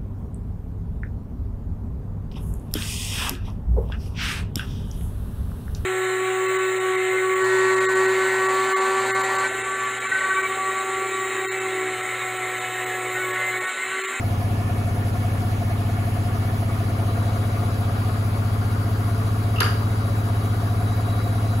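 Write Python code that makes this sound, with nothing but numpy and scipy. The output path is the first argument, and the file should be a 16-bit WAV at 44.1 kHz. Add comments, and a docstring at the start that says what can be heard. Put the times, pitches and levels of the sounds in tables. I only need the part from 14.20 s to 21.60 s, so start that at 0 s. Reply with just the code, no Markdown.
"""A thumping drum, once a turn, heard from a hand-held phone before the door of a front-loading washing
machine that slowly gains speed. Overtones locked to the turn make the thump and a slower belt throb.
Air and cabinet roar and hiss as shaped noise, over speed-locked and steady tones; the colour shifts as
the phone tilts after a few seconds. Once, something flicks the drum: damped modes ring a short twang."""
import sys
import numpy as np
from scipy import signal
from scipy.fft import rfft, irfft
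from scipy.io import wavfile
from scipy.ndimage import uniform_filter1d, minimum_filter1d, map_coordinates

SR = 44100
rng = np.random.default_rng(int(sys.argv[2]) if len(sys.argv) > 2 else 0)


def unload_audio(sound):
    """Save the sound as a 16-bit wav file, at the path given as the first command line argument."""
    columns = np.transpose(np.atleast_2d(sound))
    # keep every value between -1 and 1, then stretch to whole-number steps
    steps = np.round(np.clip(columns, -1, 1) * 32767)
    wavfile.write(sys.argv[1], SR, steps.astype(np.int16))


N = 326340
T = np.arange(N) / SR  # time [s]
HZ = np.arange(1025)[:, None] * SR / 2048  # frequency of each noise bin
FRAMES = np.arange(N // 512 + 5) * 512 / SR  # time of each noise frame [s]

# cabinet resonances that the drum's knock rings: (centre [Hz], width [Hz], level [dB], left minus right [dB])
PANEL_MODES = [(47.3, 11.6, -37.9, 0.2), (69.1, 10.3, -32.1, 1.3), (90.5, 13.2, -28.9, 0.5),
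               (107.3, 9.8, -21.9, 0.3), (134.4, 5.0, -37.3, 2.4), (154.9, 33.4, -43.8, 1.4),
               (187.9, 22.2, -39.0, 2.6), (224.7, 9.5, -37.4, 3.0), (247.2, 11.2, -37.7, 1.1),
               (266.0, 45.5, -43.6, 0.2), (304.0, 5.7, -45.0, 1.4), (326.2, 11.5, -47.0, 2.4),
               (379.2, 14.1, -48.9, 4.8), (411.1, 14.0, -49.7, -3.9), (438.5, 8.6, -46.5, 1.2),
               (455.5, 17.8, -53.4, -1.7)]
DRUM_ORDERS = np.arange(2, 32)  # audible overtones of one drum turn
THUMP_DRIFT_DB_S = -0.04  # slow change of level
SMEAR_RAD, SMEAR_FROM, SMEAR_UNTIL = .76, 8, 23.2  # lag per overtone squared; first and last overtone
DETOUR_RAD, DETOUR_FROM = 2.3, 15  # further lag per overtone, counted from this one
LOW_LAG_RAD, LOW_LAG_UNDER = .4, 6  # lag per overtone, counted down from this one
DRUM_OPPOSED = 20  # from this overtone up the ringing parts swing against the knock


def drum_thump(drum):
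    """Forced vibration: the unbalanced drum drives the panels once a turn, with dispersed overtones."""
    # above the main cabinet boom the overtones lag progressively, smearing the thump round the turn
    smear = SMEAR_RAD * np.maximum(DRUM_ORDERS - SMEAR_FROM, 0) ** 2
    # the squared lag stops gaining curvature at the highest overtones
    smear = smear - SMEAR_RAD * np.maximum(DRUM_ORDERS - SMEAR_UNTIL, 0) ** 2
    # the panels fall behind by one more cycle
    smear = smear + np.clip(DETOUR_RAD * (DRUM_ORDERS - DETOUR_FROM), 0, 2 * np.pi)
    smear = smear + LOW_LAG_RAD * np.maximum(LOW_LAG_UNDER - DRUM_ORDERS, 0)  # the deepest trail too
    smear = smear + np.pi * (DRUM_ORDERS >= DRUM_OPPOSED)
    thump = knock_overtones(DRUM_ORDERS, drum, PANEL_MODES, smear, .3, .04)
    return thump * undb(THUMP_DRIFT_DB_S * (T - T.mean()))


def knock_overtones(orders, turns, modes, smear, waver_db, waver_rad):
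    """Fourier synthesis: one knock a turn, its overtones swelling as speed moves them past resonances."""
    out = 0
    coarse = T[::512]
    rate = np.gradient(turns)[::512] * SR  # turns a second
    mean_db, _ = response(orders * rate.mean(), modes)
    lags = knock_lags(orders, mean_db) - smear
    for k, lag in zip(orders, lags):
        db, pan = (np.interp(T, coarse, v) for v in response(k * rate, modes))
        out = out + tone(k * turns + lag / (2 * np.pi), db, pan, waver_db, waver_rad)
    return out


BETWEEN_DB = -62  # level floor between resonances


def response(hz, modes):
    """Modal superposition: the resonances' powers add to give level and left-right balance [dB] at hz."""
    power = [undb(2 * db) / (1 + (2 * (hz - f) / width) ** 2) ** 2 for f, width, db, _ in modes]
    pan = sum(p * row[3] for p, row in zip(power, modes)) / sum(power)
    return 10 * np.log10(sum(power) + undb(2 * BETWEEN_DB)), pan


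def knock_lags(k, db):
    """Minimum phase: a causal knock and ring has phases fixed by the levels of its overtones."""
    n = np.arange(129)
    # levels fall away below the first overtone and above the last
    db = np.interp(n, k, db) - 10 * np.maximum(k[0] - n, 0) - .5 * np.maximum(n - k[-1], 0)
    cepstrum = irfft(np.maximum(db, -100) * np.log(10) / 20)
    # folding the cepstrum to positive time makes the response causal
    cepstrum[1:128] *= 2
    cepstrum[129:] = 0
    return rfft(cepstrum).imag[k]


def tone(cycles, db, pan, waver_db, waver_rad):
    """Phase locking: a sine follows a turning part, with small random wander in level and phase."""
    level = np.sqrt(2) * undb(db + waver_db * walk(3))
    wave = level * np.cos(2 * np.pi * cycles + waver_rad * walk(2))
    return sides(wave, pan)


def walk(rate):
    """Band-limited randomness: random knots, rate a second, joined by a smooth curve, spread near 1."""
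    knots = rng.standard_normal(int(N / SR * rate) + 3)
    coarse = T[::256]
    return np.interp(T, coarse, map_coordinates(knots, [coarse * rate], order=2))


def sides(x, pan_db):
    """Level-difference stereo: pan_db is left minus right."""
    return x * undb(np.array([pan_db, -pan_db]).reshape(2, -1) / 2)


def undb(db):
    """Logarithmic level: decibels to amplitude."""
    return 10 ** (np.asarray(db) / 20)


def curve(table, at=T):
    """Linear interpolation: the value of a (time [s], value) table at each moment."""
    return np.interp(at, *np.transpose(table))


# resonances that the belt's knock rings: (centre [Hz], width [Hz], level [dB], left minus right [dB])
PULLEY_MODES = [(667, 7.3, -46, -2), (686.5, 22, -52, 2), (713.3, 40.5, -48.5, 3.5), (752, 14, -53, 5)]
# level of the belt's throb: (time [s], level [dB])
THROB_LEVEL = [(0, 1.5), (2.6, 0.5), (3.5, 0.5), (4.2, -4), (6.1, -5.5), (6.6, 0.5), (7.4, -0.5)]
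# how far the phone has turned, for the throb and the roar: (time [s], turn [0-1])
PHONE_TILT = [(0, 0), (2.4, 0.2), (3.05, 0.9), (5, 1), (7.4, 0.86)]
BELT_ORDERS = np.arange(59, 71)  # audible overtones of one belt loop
BELT_OPPOSED = 69  # from this overtone up the ringing parts swing against the knock


def belt_throb(drum, belt):
    """Periodic excitation and modulation: the belt knocks once a loop; the drum sways its tension."""
    opposed = np.pi * (BELT_ORDERS >= BELT_OPPOSED)
    blur = .12 + .5 * curve(PHONE_TILT)  # phase wander [rad]: less crisp once the phone has turned
    throb = knock_overtones(BELT_ORDERS, belt, PULLEY_MODES, opposed, .9, blur) * undb(curve(THROB_LEVEL))
    # the wobbling drum tightens and slackens the belt once a turn
    return throb * (1 + 0.13 * np.cos(2 * np.pi * drum + 1.6))


# broadband roar of drum and air, before resonances and swells: (frequency [Hz], density [dB per Hz])
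ROAR_SPECTRUM = [(25, -87), (45, -78), (70, -62), (90, -59), (112, -62), (130, -68), (200, -68), (290, -69),
                 (420, -66), (600, -64.5), (740, -67), (950, -69), (1500, -74), (2000, -76), (3000, -80.5),
                 (4200, -84), (5500, -87.5), (8000, -143), (16000, -105)]
# cabinet resonances over the roar: (centre [Hz], width [Hz], left before the phone turns [dB],
# right before [dB], left after [dB], right after [dB])
CABINET_MODES = [(692, 49, 5, 3.5, 7, 2), (1182, 344, 3.5, 3.5, 9.5, 3.5), (1429, 94, 3.5, 5, 7, 4),
                 (1653, 135, -5.5, -8, 7.5, 8.5), (1707, 135, 10, 13, -2, -8), (2230, 29, 11, 11.5, 10, 5),
                 (2580, 550, 2.5, 2, -0.5, 0), (3330, 120, 5, -1, 2, 2.5), (4640, 450, 0, 2, 5.5, 4.5),
                 (468, 30.5, -5, -21, -7, -28), (616, 35, -32, 0, -2, -18)]
# left-right correlation of the roar without its whine: (frequency [Hz], correlation [0-1])
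CORRELATION = [(60, 0.8), (150, .4), (290, 0.55), (640, 0.4), (1400, 0.24), (2500, .2), (3500, .06),
               (16000, 0.03)]
# narrow whine: (time [s], level over the roar [dB], centre [Hz])
WHINE_TRACK = [(0, 1, 3920), (2.4, 2, 3920), (3.1, 7.5, 3925), (4.0, 4, 3890), (5.2, 5.5, 3870),
               (5.8, 7.5, 3870), (6.4, 7, 3885), (6.9, 12, 3905), (7.4, 10.5, 3920)]
# slow changes of the roar as the phone moves: ((centre [Hz], width [Hz]), [(time [s], level [dB])])
ROAR_SWELLS = [((2600, 1900), [(0, -0.5), (2.5, 0), (3.5, 0.5), (4.2, -.5), (7.4, -1)]), ((510, 150),
               [(0, 4), (2.6, 2), (3.5, 5.5), (4.2, 1), (7.4, 2.5)])]
WHINE_WIDTH_HZ = 140
ROCK_HZ, ROCK_DEPTH, ROCK_RAD = [750, 2300], .22, 2.1  # band that flutters each drum turn, depth, phase
LEFT_LATE_S, LATE_FROM_HZ = .00102, [700, 1300]  # left port's delay; sets in across this band


def roar(drum, belt):
    """Spectral shaping: the cabinet colours turbulent noise; turning the phone shifts it, rotation rocks it."""
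    tilt = curve(PHONE_TILT, FRAMES)
    s, whine_db, whine_hz = np.transpose(WHINE_TRACK)
    whine_bump = bump(np.interp(FRAMES, s, whine_hz), WHINE_WIDTH_HZ)
    whine = np.interp(FRAMES, s, whine_db) * whine_bump
    like = np.clip(on_log(HZ, CORRELATION) + 0.085 * whine, 0, 1)  # the whine comes from one spot
    # sound from the drum rounds the phone to the left port
    delay = LEFT_LATE_S * np.interp(HZ, LATE_FROM_HZ, [0, 1])
    late = np.exp(-2j * np.pi * HZ * delay)
    base = on_log(HZ, ROAR_SPECTRUM) + flicker(1.43) + whine
    base = base + sum(curve(rows, FRAMES) * bump(*band) for band, rows in ROAR_SWELLS)
    shared, out = grains(base), []
    for side in range(2):
        db = base
        for row in CABINET_MODES:
            mode_db = row[2 + side] * (1 - tilt) + row[4 + side] * tilt
            db = db + mode_db * bump(*row[:2])
        common = np.sqrt(like) * shared * late ** (1 - side)
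        own = np.sqrt(1 - like) * grains(db)
        out.append(paint(common + own, db))
    rocked = signal.sosfilt(signal.butter(2, ROCK_HZ, "band", fs=SR, output="sos"), out)
    out = out + ROCK_DEPTH * np.cos(2 * np.pi * drum + ROCK_RAD) * rocked
    return out * (1 + 0.026 * np.cos(2 * np.pi * belt - .6))


def bump(hz, width):
    """Resonance weighting: a bell curve over frequency, 1 at its centre."""
    return np.exp(-2 * ((HZ - hz) / width) ** 2)


def on_log(hz, table):
    """Logarithmic frequency scale: a table read with straight lines between log frequencies."""
    f, v = np.transpose(table)
    return np.interp(np.log(np.maximum(hz, 1)), np.log(f), v)


def flicker(depth_db, count=40):
    """Independent band fluctuation: each band of the noise wavers a little by itself."""
    cells = rng.standard_normal((count, len(FRAMES)))
    cells = uniform_filter1d(cells, size=3, axis=1) * np.sqrt(3)  # smoothed, spread restored
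    rows = np.log(np.maximum(HZ[:, 0], 20) / 20) / np.log(1200) * (count - 1)
    return depth_db * cells[rows.astype(int)]


def grains(db):
    """Gaussian noise: a random complex value for each bin and frame."""
    return rng.standard_normal(db.shape + (2,)) @ [1, 1j]


def paint(bins, db):
    """Short-time Fourier synthesis: noise bins weighted to a density in dB per Hz (bins x frames)."""
    return signal.istft(bins * undb(db), nperseg=2048, noverlap=1536, scaling="psd", fs=SR)[1][:N]


# fine hiss: (frequency [Hz], density [dB per Hz])
HISS_SPECTRUM = [(4000, -104), (6000, -88.5), (7500, -88), (9000, -84.5), (10500, -84), (13000, -86.5),
                 (14000, -90), (16000, -91)]
HISS_DIRECT = .93  # share of power from one direction
HISS_LAG_S, HISS_TURN_RAD = .000213, -2.1  # right port's delay and phase turn


def hiss(belt):
    """Interaural delay: directional noise reaches the right port later; the scattered rest is unrelated."""
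    db = on_log(HZ, HISS_SPECTRUM) + flicker(1.4)
    direct, left, right = (paint(grains(db), db) for _ in range(3))
    hz = np.arange(N // 2 + 1) * SR / N
    late = irfft(rfft(direct) * np.exp(-1j * (2 * np.pi * hz * HISS_LAG_S + HISS_TURN_RAD)), N)
    both = np.sqrt(HISS_DIRECT) * np.array([direct, late])
    both = both + np.sqrt(1 - HISS_DIRECT) * np.array([left, right])
    return both * (1 + 0.072 * np.cos(2 * np.pi * belt - .6))


# blows on the drum: (time [s], relative level [dB], centre of colour [Hz], spread [octaves],
# left minus right [dB], scratchy share [0-1])
DRUM_BLOWS = [(5.3594, -30, 2680, .035, -5, .4), (5.365, -28, 2760, 0.046, -2, 0.4),
              (5.382, -25.5, 2770, 0.034, 1, 0.6), (5.383, -24, 1220, 0.044, -1, 0.6),
              (5.403, -15, 3370, 0.45, -0.5, 0.43), (5.411, -17, 444, 0.13, -2.5, 0.14),
              (5.4058, -14.5, 1370, 0.54, 8.5, 0.35), (5.414, -24.5, 3000, 0.13, -2, .8),
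              (5.417, -16, 1320, 0.21, -16, 0.4), (5.43, -19.5, 1340, 0.16, 13, 0.7),
              (5.429, -25, 4700, .1, 9, .5), (5.440, -24, 1500, 0.48, -4, 0.7),
              (5.461, -24, 1300, 0.43, 8, 0.8), (5.482, -31, 1270, 0.094, 4, .5)]
# drum shell modes: (frequency [Hz], relative level [dB], 60 dB decay time [s])
SHELL_MODES = [(431, -2, .08), (800, -8, .025), (1080, -3, .04), (1230, -2, .05), (1400, -3, .035),
               (1620, 0, .03), (2290, -3, .02), (2730, -3, .03), (2940, 0, .025), (3200, -2, .015),
               (3800, -5, .015), (4400, -2, .015), (4770, -2, .035), (5300, -3, .012), (6500, -5, .008)]
TAP_S, CONTACT_S = 0.00091, 0.0043  # rise of a clean tap; decay of a scratchy contact
SCRATCH_DB = -2  # the contact itself, heard beside the ring


def drum_blows():
    """Modal impact: taps and scratchy contacts ring the damped modes of the drum shell."""
    t = T[:SR // 2]
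    out = np.zeros((2, N))
    for s, db, centre_hz, octaves, pan, scratchy in DRUM_BLOWS:
        # each port hears its own patch of shell
        push = rng.standard_normal((2, len(t))) * np.exp(-t / CONTACT_S) * (1 - np.exp(-t / 0.00069))
        push = push / np.sqrt(np.sum(push ** 2, axis=1, keepdims=True))
        ring = 0
        for hz, mode_db, t60 in SHELL_MODES:
            colour = np.exp(-.5 * (np.log2(hz / centre_hz) / octaves) ** 2)
            decay = np.exp(-np.log(1000) * t / t60)
            ring = ring + undb(mode_db) * colour * np.sin(2 * np.pi * hz * t) * decay
        ring = ring / np.sqrt(np.sum(ring ** 2))
        edges = centre_hz * 2 ** (np.array([-1, 1]) * octaves)
        band = signal.butter(2, edges, "band", fs=SR, output="sos")
        gain = np.sqrt(SR / 2 / centre_hz / octaves)  # offsets the energy lost in a narrow band
        contact = undb(SCRATCH_DB) * gain * signal.sosfilt(band, push)
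        scratch = signal.fftconvolve(push, ring[None])[:, :len(t)] + contact
        tap = ring * (1 - np.exp(-t / TAP_S))
        sound = np.sqrt(1 - scratchy) * tap + np.sqrt(scratchy) * scratch
        sound = undb(db) * np.sqrt(SR * CONTACT_S / 2) * sound
        i = int(s * SR)
        out[:, i:i + len(t)] += sides(sound, pan)
    return out


# bright cracks of the main blow: (time [s], level before the band filter [dB])
BLOW_CRACKS = [(5.405, -12), (5.4038, -19.5)]
CRACK_HZ, CRACK_WIDTH_HZ, CRACK_S = 10900, 1700, .0013  # centre, width; rise and decay time


def cracks():
    """Impulsive noise: short band-passed bursts reach the right port late and turned in phase."""
    t = T[:SR // 2]
    out = np.zeros((2, N))
    edges = [CRACK_HZ - CRACK_WIDTH_HZ / 2, CRACK_HZ + CRACK_WIDTH_HZ / 2]
    band = signal.butter(1, edges, "band", fs=SR, output="sos")
    for s, db in BLOW_CRACKS:
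        swell = t / CRACK_S * np.exp(1 - t / CRACK_S)
        crack = signal.sosfilt(band, undb(db) * rng.standard_normal(len(t)) * swell)
        turned = np.real(signal.hilbert(crack) * np.exp(-1j * HISS_TURN_RAD))
        i = int(s * SR)
        out[:, i:i + len(t)] += np.array([crack, np.roll(turned, round(HISS_LAG_S * SR))])
    return out


ROOM_T60_S, ROOM_DB = 0.5, -4


def twang():
    """Reverberation: the room spreads the blows and cracks into a short, decaying wash."""
    t = T[:SR // 2]
    out = drum_blows() + cracks()
    decay = np.exp(-np.log(1000) * t / ROOM_T60_S) * (1 - np.exp(-t / 0.0068))
    tail = rng.standard_normal((2, len(t))) * decay
    tail = signal.lfilter([1], [1, -0.15], tail)  # walls keep the treble less
    tail = tail / np.sqrt(np.sum(tail ** 2, axis=1, keepdims=True))
    return out + undb(ROOM_DB) * signal.fftconvolve(out, tail, axes=1)[:, :N]


# lone tones that follow the speed: (cycles per drum turn, level at the start [dB], level at the end [dB],
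# left minus right [dB])
DRIVE_TONES = [(10.6635, -60, -57, 1), (14.5744, -62, -52, 4), (15.3031, -52, -56, 1),
               (21.327, -52, -56, 2)]


def drive_tones(turns):
    """Order tracking: each tone keeps a fixed number of cycles per drum turn."""
    out = 0
    for k, first_db, last_db, pan in DRIVE_TONES:
        db = first_db + (last_db - first_db) * T / T[-1]
        out = out + tone(k * turns + rng.uniform(), db, pan, 5.0, 0.088)
    return out


# steady tones: (frequency [Hz], level [dB])
HUM_TONES = [(58.1, -55), (100.15, -46), (200.4, -60), (300.4, -61), (400.8, -57), (500.9, -63)]


def hum():
    """Additive synthesis: steady sines, independent of the drum's speed."""
    return sum(np.sqrt(2) * undb(db) * np.sin(2 * np.pi * hz * T) for hz, db in HUM_TONES)


# drum speed: (time [s], rate [turns per second])
DRUM_SPEED = [(0, 14.862), (3.7, 15.042), (7.4, 15.231)]
BELT_RATIO = .72872  # belt loops for each drum turn
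DRUM_START, BELT_START = .364, .666  # turns since the last knock at time zero


def scene():
    """Superposition: one integrated rotation drives the turning parts, and all the sources add."""
    turns = np.cumsum(curve(DRUM_SPEED)) / SR
    drum = turns + DRUM_START
    belt = BELT_RATIO * turns + BELT_START
    machine = drum_thump(drum) + belt_throb(drum, belt) + roar(drum, belt) + hiss(belt)
    return machine + twang() + drive_tones(turns) + hum()


LIMIT_DB, LIMIT_HOLD_S = -7, 0.045  # peak level where gain starts to fall; how long a peak counts
TOP_HZ = 15750


def record(dry):
    """Dynamic compression: the phone's gain control backs off briefly after loud peaks; a low-pass follows."""
    hold = int(LIMIT_HOLD_S * SR)
    # loudest sample of the recent past
    peak = -minimum_filter1d(-abs(dry).max(0), hold, origin=(hold - 1) // 2)
    gain = np.minimum(undb(LIMIT_DB) / peak, 1) ** 0.3
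    gain = uniform_filter1d(gain, size=200)
    return signal.sosfilt(signal.ellip(12, .2, 80, TOP_HZ, fs=SR, output="sos"), dry * gain)


dry = scene()
out = record(dry)
unload_audio(out)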